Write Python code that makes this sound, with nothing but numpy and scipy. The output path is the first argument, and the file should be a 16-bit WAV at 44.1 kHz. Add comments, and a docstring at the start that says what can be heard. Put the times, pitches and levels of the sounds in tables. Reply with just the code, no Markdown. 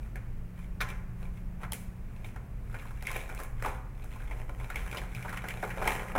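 """A tall house of cards is knocked down in a quiet hall, over faint ventilation rumble, hiss and fan tones.
First come light slides and single cards that snap loose, bend in two modes, slap flat and tick on their edges.
Then whole storeys slide and clatter onto the pile as countless small touches, with stray cards among them.
The loudest hits come near the end. Near surfaces echo the direct sound, the hall answers with scatter and a
tail, and the microphone's tone colour shapes all card sounds alike."""
import sys
import numpy as np
from scipy import signal
from scipy.fft import rfft, irfft
from scipy.io import wavfile
from scipy.ndimage import uniform_filter1d

SR = 44100
rng = np.random.default_rng(int(sys.argv[2]) if len(sys.argv) > 2 else 0)


def waveform_to_disk(signal):
    """Save audio, clipped to [-1, 1], as 16-bit WAV at the path in sys.argv[1]."""
    frames = np.transpose(np.atleast_2d(signal))
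    scaled = np.clip(frames, -1, 1) * 32767
    samples = np.round(scaled).astype(np.int16)
    wavfile.write(sys.argv[1], SR, samples)


N = 272538


def from_db(db):
    """Decibels to amplitude gain."""
    return 10 ** (np.asarray(db) / 20)


def rms_one(x):
    """Scale to unit rms."""
    return x / np.sqrt(np.mean(x ** 2) + 1e-20)


def burst_one(x):
    """Scale a burst so that its loudest 4 ms have unit rms."""
    return x / np.sqrt(uniform_filter1d(x ** 2, size=176).max() + 1e-20)


def gains_in_time(rows):
    """One gain per sample for each dB column of a curve whose first column is time."""
    seconds, *columns = np.transpose(rows)
    t = np.arange(N) / SR
    return [from_db(np.interp(t, seconds, level_db)) for level_db in columns]


def at_hz(points, hz):
    """Read a table along log frequency."""
    freqs, values = np.transpose(points)
    return np.interp(np.log(np.maximum(hz, 1)), np.log(freqs), values)


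def cut(x, hz, kind, order=2):
    """Butterworth filter."""
    sections = signal.butter(order, np.clip(hz, 10, .45 * SR), kind, fs=SR, output="sos")
    return signal.sosfilt(sections, x)


def resonate(x, hz, width_hz):
    """Two-pole resonance with unit gain at its peak."""
    r = np.exp(-np.pi * width_hz / SR)
    numerator = np.array([1, 0, -1]) * (1 - r * r) / 2
    denominator = [1, -2 * r * np.cos(2 * np.pi * hz / SR), r * r]
    return signal.lfilter(numerator, denominator, x + 1e-18)


# Spectrum of the ventilation and room air. Each row: frequency in Hz, relative density in dB.
AIR_SPECTRUM = [(12, -74), (20, 6.5), (33, -4.5), (47, 2), (62, -9), (100, -13.5), (119, -3.5), (145, -18),
                (270, -27.5), (700, -36), (2400, -44), (3400, -56), (4600, -58.5), (16000, -57.5)]
AIR_DB = -38  # rms of the whole air noise
# Fan tones in the duct. Each row: time in seconds, rms of the lower tone in dB, rms of the upper tone in dB.
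FAN_LEVELS = [(0, -74, -57.5), (.35, -54.5, -60.5), (.6, -49.5, -67), (1.801, -49, -56), (2.15, -57, -59),
              (2.8, -65, -62), (4.4, -67, -66), (5.1, -51, -64), (6.18, -49, -54)]
# Pitches of the lower and the upper fan tone, in Hz.
FAN_HZ = (177.7, 209.4)


def ventilation():
    """Shaped noise is duct rumble and air hiss; two sines are fan tones that swell and fade."""
    spectrum = rfft(rng.standard_normal(N))
    air = irfft(spectrum * from_db(at_hz(AIR_SPECTRUM, np.arange(N // 2 + 1) * SR / N)), N)
    t = np.arange(N) / SR
    tones = 0
    for hz, gain in zip(FAN_HZ, gains_in_time(FAN_LEVELS)):
        tones = tones + gain * np.sqrt(2) * np.sin(2 * np.pi * (hz * t + rng.random()))
    return from_db(AIR_DB) * rms_one(air) + tones


# Groups of cards sliding and tumbling. Each row: centre in seconds, half length in seconds (power down
# to 1/e), crackle in dB before the mix, flutter of flat faces in dB against the crackle.
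CARD_SLIDES = [(0.026, 0.054, -57, -2), (0.612, 0.035, -54.5, -22), (0.895, 0.012, -42.5, -2.5),
               (1.228, 0.039, -53.5, 3), (1.363, 0.028, -56.5, -12), (1.626, 0.014, -47, 9),
               (2.22, 0.12, -59, 3), (2.269, 0.017, -45, -9), (2.829, .13, -52, -10),
               (3.158, 0.077, -41, -5), (3.303, 0.017, -46, 4), (3.413, 0.036, -43, -3),
               (3.675, 0.051, -45, -6), (4.151, 0.13, -52.5, -2.5), (4.37, 0.062, -50, 5),
               (4.632, 0.088, -50.5, 3), (4.817, 0.06, -43.5, -5.5), (4.961, .05, -43, 2.5),
               (5.258, 0.12, -45.5, -6), (5.492, 0.044, -43.5, 3), (5.651, 0.078, -43.5, -1.5),
               (5.807, 0.026, -42, 11.5), (5.906, 0.046, -33, -1), (6.052, .1, -47, 4),
               (6.172, 0.0091, -40, 17)]
EDGE_SCRAPE_DB = -12.5  # against the crackle, before the mix; edges scrape in step with it


def slide_gains():
    """Slides swell and ebb like bell curves and add in power: gains of flutter, crackle and scrape."""
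    centre, half_length, crackle_db, flat_db = np.transpose(CARD_SLIDES)
    t = np.arange(0, N, 32) / SR
    swell = np.exp(-((t - centre[:, None]) / half_length[:, None]) ** 2)
    gains = []
    for db in (crackle_db + flat_db, crackle_db, crackle_db + EDGE_SCRAPE_DB):
        power = from_db(db) ** 2 @ swell
        gains.append(np.interp(np.arange(N) / SR, t, np.sqrt(power)))
    return gains


def slap(force):
    """A card landing flat squeezes out a dull puff of air."""
    return cut(resonate(force, 578, width_hz=640), 1500, "low")


def snap(force, hz, width_hz, upper_db):
    """A card rings for a few cycles in two bending modes; they give out below the high treble."""
    lower_mode = resonate(force, hz, width_hz)
    upper_mode = resonate(force, 1.637 * hz, width_hz)
    modes = lower_mode - from_db(upper_db) * upper_mode
    return cut(modes, max(4350, 1.71 * hz), "low", order=6)


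def tick(force, edge_hz):
    """Stiff edges click across the treble."""
    return cut(cut(force, np.clip(edge_hz, 4300, 12000), "high"), 13300, "low")


def tumble(per_s, spread_db, flutter_db, crackle_db, scrape_db):
    """Countless light touches of uneven size, each on one of eight cards with its own flex pitch."""
    flutter, crackle, scrape = slide_gains()
    sizes = from_db(spread_db * np.minimum(rng.exponential(1, N), 3.5)) * rng.choice([-1, 1], N)
    touches = sizes * (rng.random(N) < per_s / SR)
    count = 8
    card = rng.integers(0, count, N)
    flexing = 0
    for k, hz in enumerate(np.linspace(1050, 2550, count)):
        flexing = flexing + snap(touches * (card == k), hz, width_hz=147, upper_db=-5.0)
    # faces rubbing together add a smooth hiss between the touches
    rubbing = rms_one(touches) + from_db(-0.5) * rng.standard_normal(N)
    return (from_db(flutter_db) * flutter * rms_one(slap(touches))
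            + from_db(crackle_db) * crackle * rms_one(flexing)
            + from_db(scrape_db) * scrape * rms_one(tick(rubbing, edge_hz=3900)))


# The loudest card hits, levels before the mix. Each row: time of contact in seconds, snap in dB,
# flex pitch in Hz, flat slap in dB, edge tick in dB.
LOUD_HITS = [(0.1575, -32, 1600, -43, -51), (0.8054, -21.5, 1440, -43, -48), (0.8056, -26, 3760, -46, -55),
             (0.8122, -18, 1330, -52, -38.5), (.8171, -25.5, 2360, -47, -41.5),
             (0.8885, -35, 2346, -51, -51), (1.633, -27.5, 1320, -59, -55), (1.7215, -26, 3160, -36.5, -33),
             (1.7332, -28.5, 2220, -66, -32.5), (2.2451, -34, 2290, -44, -55.5),
             (2.361, -36, 1223, -43, -57), (2.7435, -29.5, 1550, -38.5, -55),
             (3.0251, -37, 1260, -43, -45.5), (3.0693, -20, 2123, -62, -39),
             (3.1154, -31.5, 2235, -55, -40), (3.1614, -27, 2320, -30, -48),
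             (3.1662, -34, 1445, -55, -40.5), (3.349, -37, 1597, -61.5, -46),
             (3.4012, -30.5, 1290, -36.5, -45.5), (3.4353, -38.5, 970, -51, -43.5),
             (3.6248, -31, 1250, -32, -43.5), (3.6479, -24, 1060, -29, -48), (3.6599, -20, 890, -39, -42.5),
             (4.0436, -46, 1140, -46, -53), (4.311, -33.5, 1990, -39.5, -56),
             (4.4945, -44.5, 950, -38.5, -56), (4.5994, -36, 2230, -48, -59),
             (4.701, -24.5, 1400, -63, -46.5), (4.7578, -23, 2090, -37, -41.5),
             (4.9138, -31, 2350, -63, -46), (4.971, -25, 3080, -35.5, -46), (5.149, -31.5, 2200, -44, -46),
             (5.226, -33.5, 2140, -53, -51), (5.249, -30.5, 940, -42.5, -62),
             (5.294, -30.5, 1550, -39, -47), (5.373, -25, 1900, -55, -45), (5.44, -29, 1460, -34, -55),
             (5.4861, -25, 2180, -57, -40), (5.63, -45, 950, -24.5, -54.5), (5.677, -41, 998, -48, -52.5),
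             (5.7738, -52, 950, -32, -52), (5.8204, -54, 974, -26.5, -50), (5.8585, -48, 1068, -27, -51),
             (5.8755, -14.5, 2020, -24, -31), (5.8763, -18.5, 895, -29.5, -43),
             (6.1522, -23.5, 1250, -23, -49), (6.1629, -36, 990, -31.5, -44.5)]
# contact time when the tick is as loud as the body, and how much longer a duller hit lasts (exponent)
CONTACT_S, CONTACT_SOFTENS = 0.00049, 0.97
REBOUND_S, REBOUND_DB = .003, -9  # second touch: delay before random scaling, strength against the first


def card_hits(hits, snap_db, slap_db, tick_db, relative_width, chatter):
    """Each hit is a brief graze, one push, a rebound and a quickly dying chatter of tiny contacts."""
    size, lead = SR // 16, SR // 100
    t, out = (np.arange(size) - lead) / SR, np.zeros(N + size)
    graze = .3 * np.exp(-np.abs(t) / .0015) * (t < 0)
    for s, snap_level, hz, slap_level, tick_level in hits:
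        grit, delay = rng.standard_normal((2, size)), rng.uniform(.5, 2)
        # a card that lands on its edge touches more briefly than one that lands flat
        dullness_db = max(snap_level, slap_level) - tick_level
        contact = CONTACT_S * from_db(CONTACT_SOFTENS * dullness_db)
        force = chatter * grit * (graze + (t >= 0) * np.exp(-np.abs(t) / contact))
        force[:, lead] += 1
        # the card's other edge comes down a moment later
        rebound = int(np.clip(abs(REBOUND_S * delay) * SR, 1, size // 2))
        force[:, lead + rebound] += from_db(REBOUND_DB)
        flexing = snap(force[0], hz, min(relative_width, 2) * hz, upper_db=-13.5)
        # the shorter the contact, the brighter its click
        click = tick(force[1], edge_hz=7 / contact)
        sound = from_db(snap_level + snap_db) * burst_one(flexing)
        sound += from_db(slap_level + slap_db) * burst_one(slap(force[0]))
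        sound += from_db(tick_level + tick_db) * burst_one(click)
        start = int(np.clip(s * SR - lead, 0, N))
        out[start:start + size] += sound
    return out[:N]


# Stray cards: full rate, reached where the crackle is at STRAY_BUSY_DB; snap above the crackle, spread.
STRAYS_PER_S, STRAY_BUSY_DB, STRAY_DB, STRAY_SPREAD_DB = 16, -46, 14.5, 1.5
STRAY_SLAP_DB, STRAY_TICK_DB = -19.5, -21  # against their snap, before spread and mix
# Lowest and highest flex pitch of a stray card, in Hz.
STRAY_PITCH_HZ = (950, 2220)


def stray_hits():
    """Cards bounce out of the slides, more often and harder while more slide; columns as in LOUD_HITS."""
    count = 300
    when, chance, pitch = rng.random((count, 3)).T
    snap_spread, slap_spread, tick_spread = STRAY_SPREAD_DB * rng.standard_normal((count, 3)).T
    flow = slide_gains()[1][(when * N).astype(int)]
    level = 20 * np.log10(flow + 1e-9) + STRAY_DB
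    lowest, highest = STRAY_PITCH_HZ
    rows = np.transpose([when * N / SR,
                         level + snap_spread,
                         lowest * (highest / lowest) ** pitch,
                         level + STRAY_SLAP_DB + slap_spread,
                         level + STRAY_TICK_DB + tick_spread])
    rate = STRAYS_PER_S * np.minimum(flow / from_db(STRAY_BUSY_DB), 1)
    return rows[chance < rate * N / SR / count]


# Near surfaces. Each row: delay after the direct sound in seconds, level against it in dB, cut-off in Hz.
NEAR_SURFACES = [(.0068, -13, 1970), (0.0105, -16.5, 11900)]


def near_echoes(x):
    """The direct sound at the microphone, with delayed and dulled first reflections."""
    echoes = 0
    for delay, level_db, cut_hz in NEAR_SURFACES:
        late = np.pad(cut(x, cut_hz, "low", order=1), (int(abs(delay) * SR), 0))[:N]
        echoes = echoes + from_db(level_db) * late
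    return x + echoes


# The hall's decay and colour. Each row: frequency in Hz, time to fall by 60 dB in seconds, colour in dB.
HALL_BANDS = [(300, 0.55, 2.5), (825, 0.58, 2), (2570, 0.69, -4.5), (2720, 0.65, -7.5), (4300, 0.3, -10),
              (6150, 0.47, 1.5), (15000, 0.45, -4.5)]


def hall(x, scatter_db, scatter_t60, tail_db, build_s):
    """A short scatter off the card walls and a tail that dies band by band, both coloured by the hall."""
    t, table = np.arange(SR) / SR, np.array(HALL_BANDS)
    white = rng.standard_normal((3, SR))
    edges = np.geomspace(150, 18000, 8)
    tail = 0
    for k, (low, high) in enumerate(zip(edges, edges[1:])):
        t60 = at_hz(table[:, :2], np.sqrt(low * high))
        # neighbouring bands draw on separate noises
        tail = tail + cut(white[k % 2], [low, high], "band") * from_db(-60 * t / t60)
    scatter = white[2] * from_db(-60 * t / scatter_t60)
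    build = 1 - np.exp(-(t / build_s) ** 2)
    response = from_db(tail_db) * rms_one(tail * build) + from_db(scatter_db) * rms_one(scatter * build)
    response = response / np.sqrt(SR)
    colour = from_db(at_hz(table[:, ::2], np.arange(SR // 2 + 1)))
    response = irfft(rfft(response) * colour, SR)
    return signal.fftconvolve(x, response)[:N]


# Tone colour of the microphone: boosts and dips shared by all card sounds. Each row: centre in Hz,
# width in Hz, gain of this stage at its centre in dB.
COLOUR_BANDS = [(280, 81, 3), (432, 175, 2.5), (643, 22, -2), (863, 110, 5.5), (1550, 840, 2.5),
                (2316, 250, 5.5), (4670, 270, -12), (5000, 570, 2.5), (10830, 560, 6.5), (15000, 500, 8)]


def microphone_colour(x):
    """Boosts and dips in series, each adding or taking away a resonant band of the signal."""
    for hz, width_hz, level_db in COLOUR_BANDS:
        x = x + (from_db(level_db) - 1) * resonate(x, hz, width_hz)
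    return x


def scene():
    """Hits and sliding cards in the hall, over the ventilation."""
    air = ventilation()
    sliding = tumble(per_s=550, spread_db=6.0, flutter_db=-11.0, crackle_db=-10, scrape_db=-4.5)
    hits = np.vstack([LOUD_HITS, stray_hits()])
    ahead = card_hits(hits, snap_db=-14.0, slap_db=-7, tick_db=-4.5, relative_width=0.13, chatter=0.32)
    # the hall gathers what a card radiates in all directions, a broader mix of its modes
    around = card_hits(hits, snap_db=-12.0, slap_db=-9.0, tick_db=-6.5, relative_width=0.68, chatter=0)
    reverberation = hall(around + sliding, scatter_db=-3.5, scatter_t60=0.068, tail_db=-5.5, build_s=0.0099)
    cards = near_echoes(ahead + sliding) + reverberation
    return (microphone_colour(cards) + air)[None]


CUTOFF_HZ = 16000


def record(dry):
    """An elliptic low-pass cuts the top steeply."""
    sections = signal.ellip(10, .1, 80, CUTOFF_HZ, fs=SR, output="sos")
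    return signal.sosfilt(sections, dry)


dry = scene()
out = record(dry)
waveform_to_disk(out)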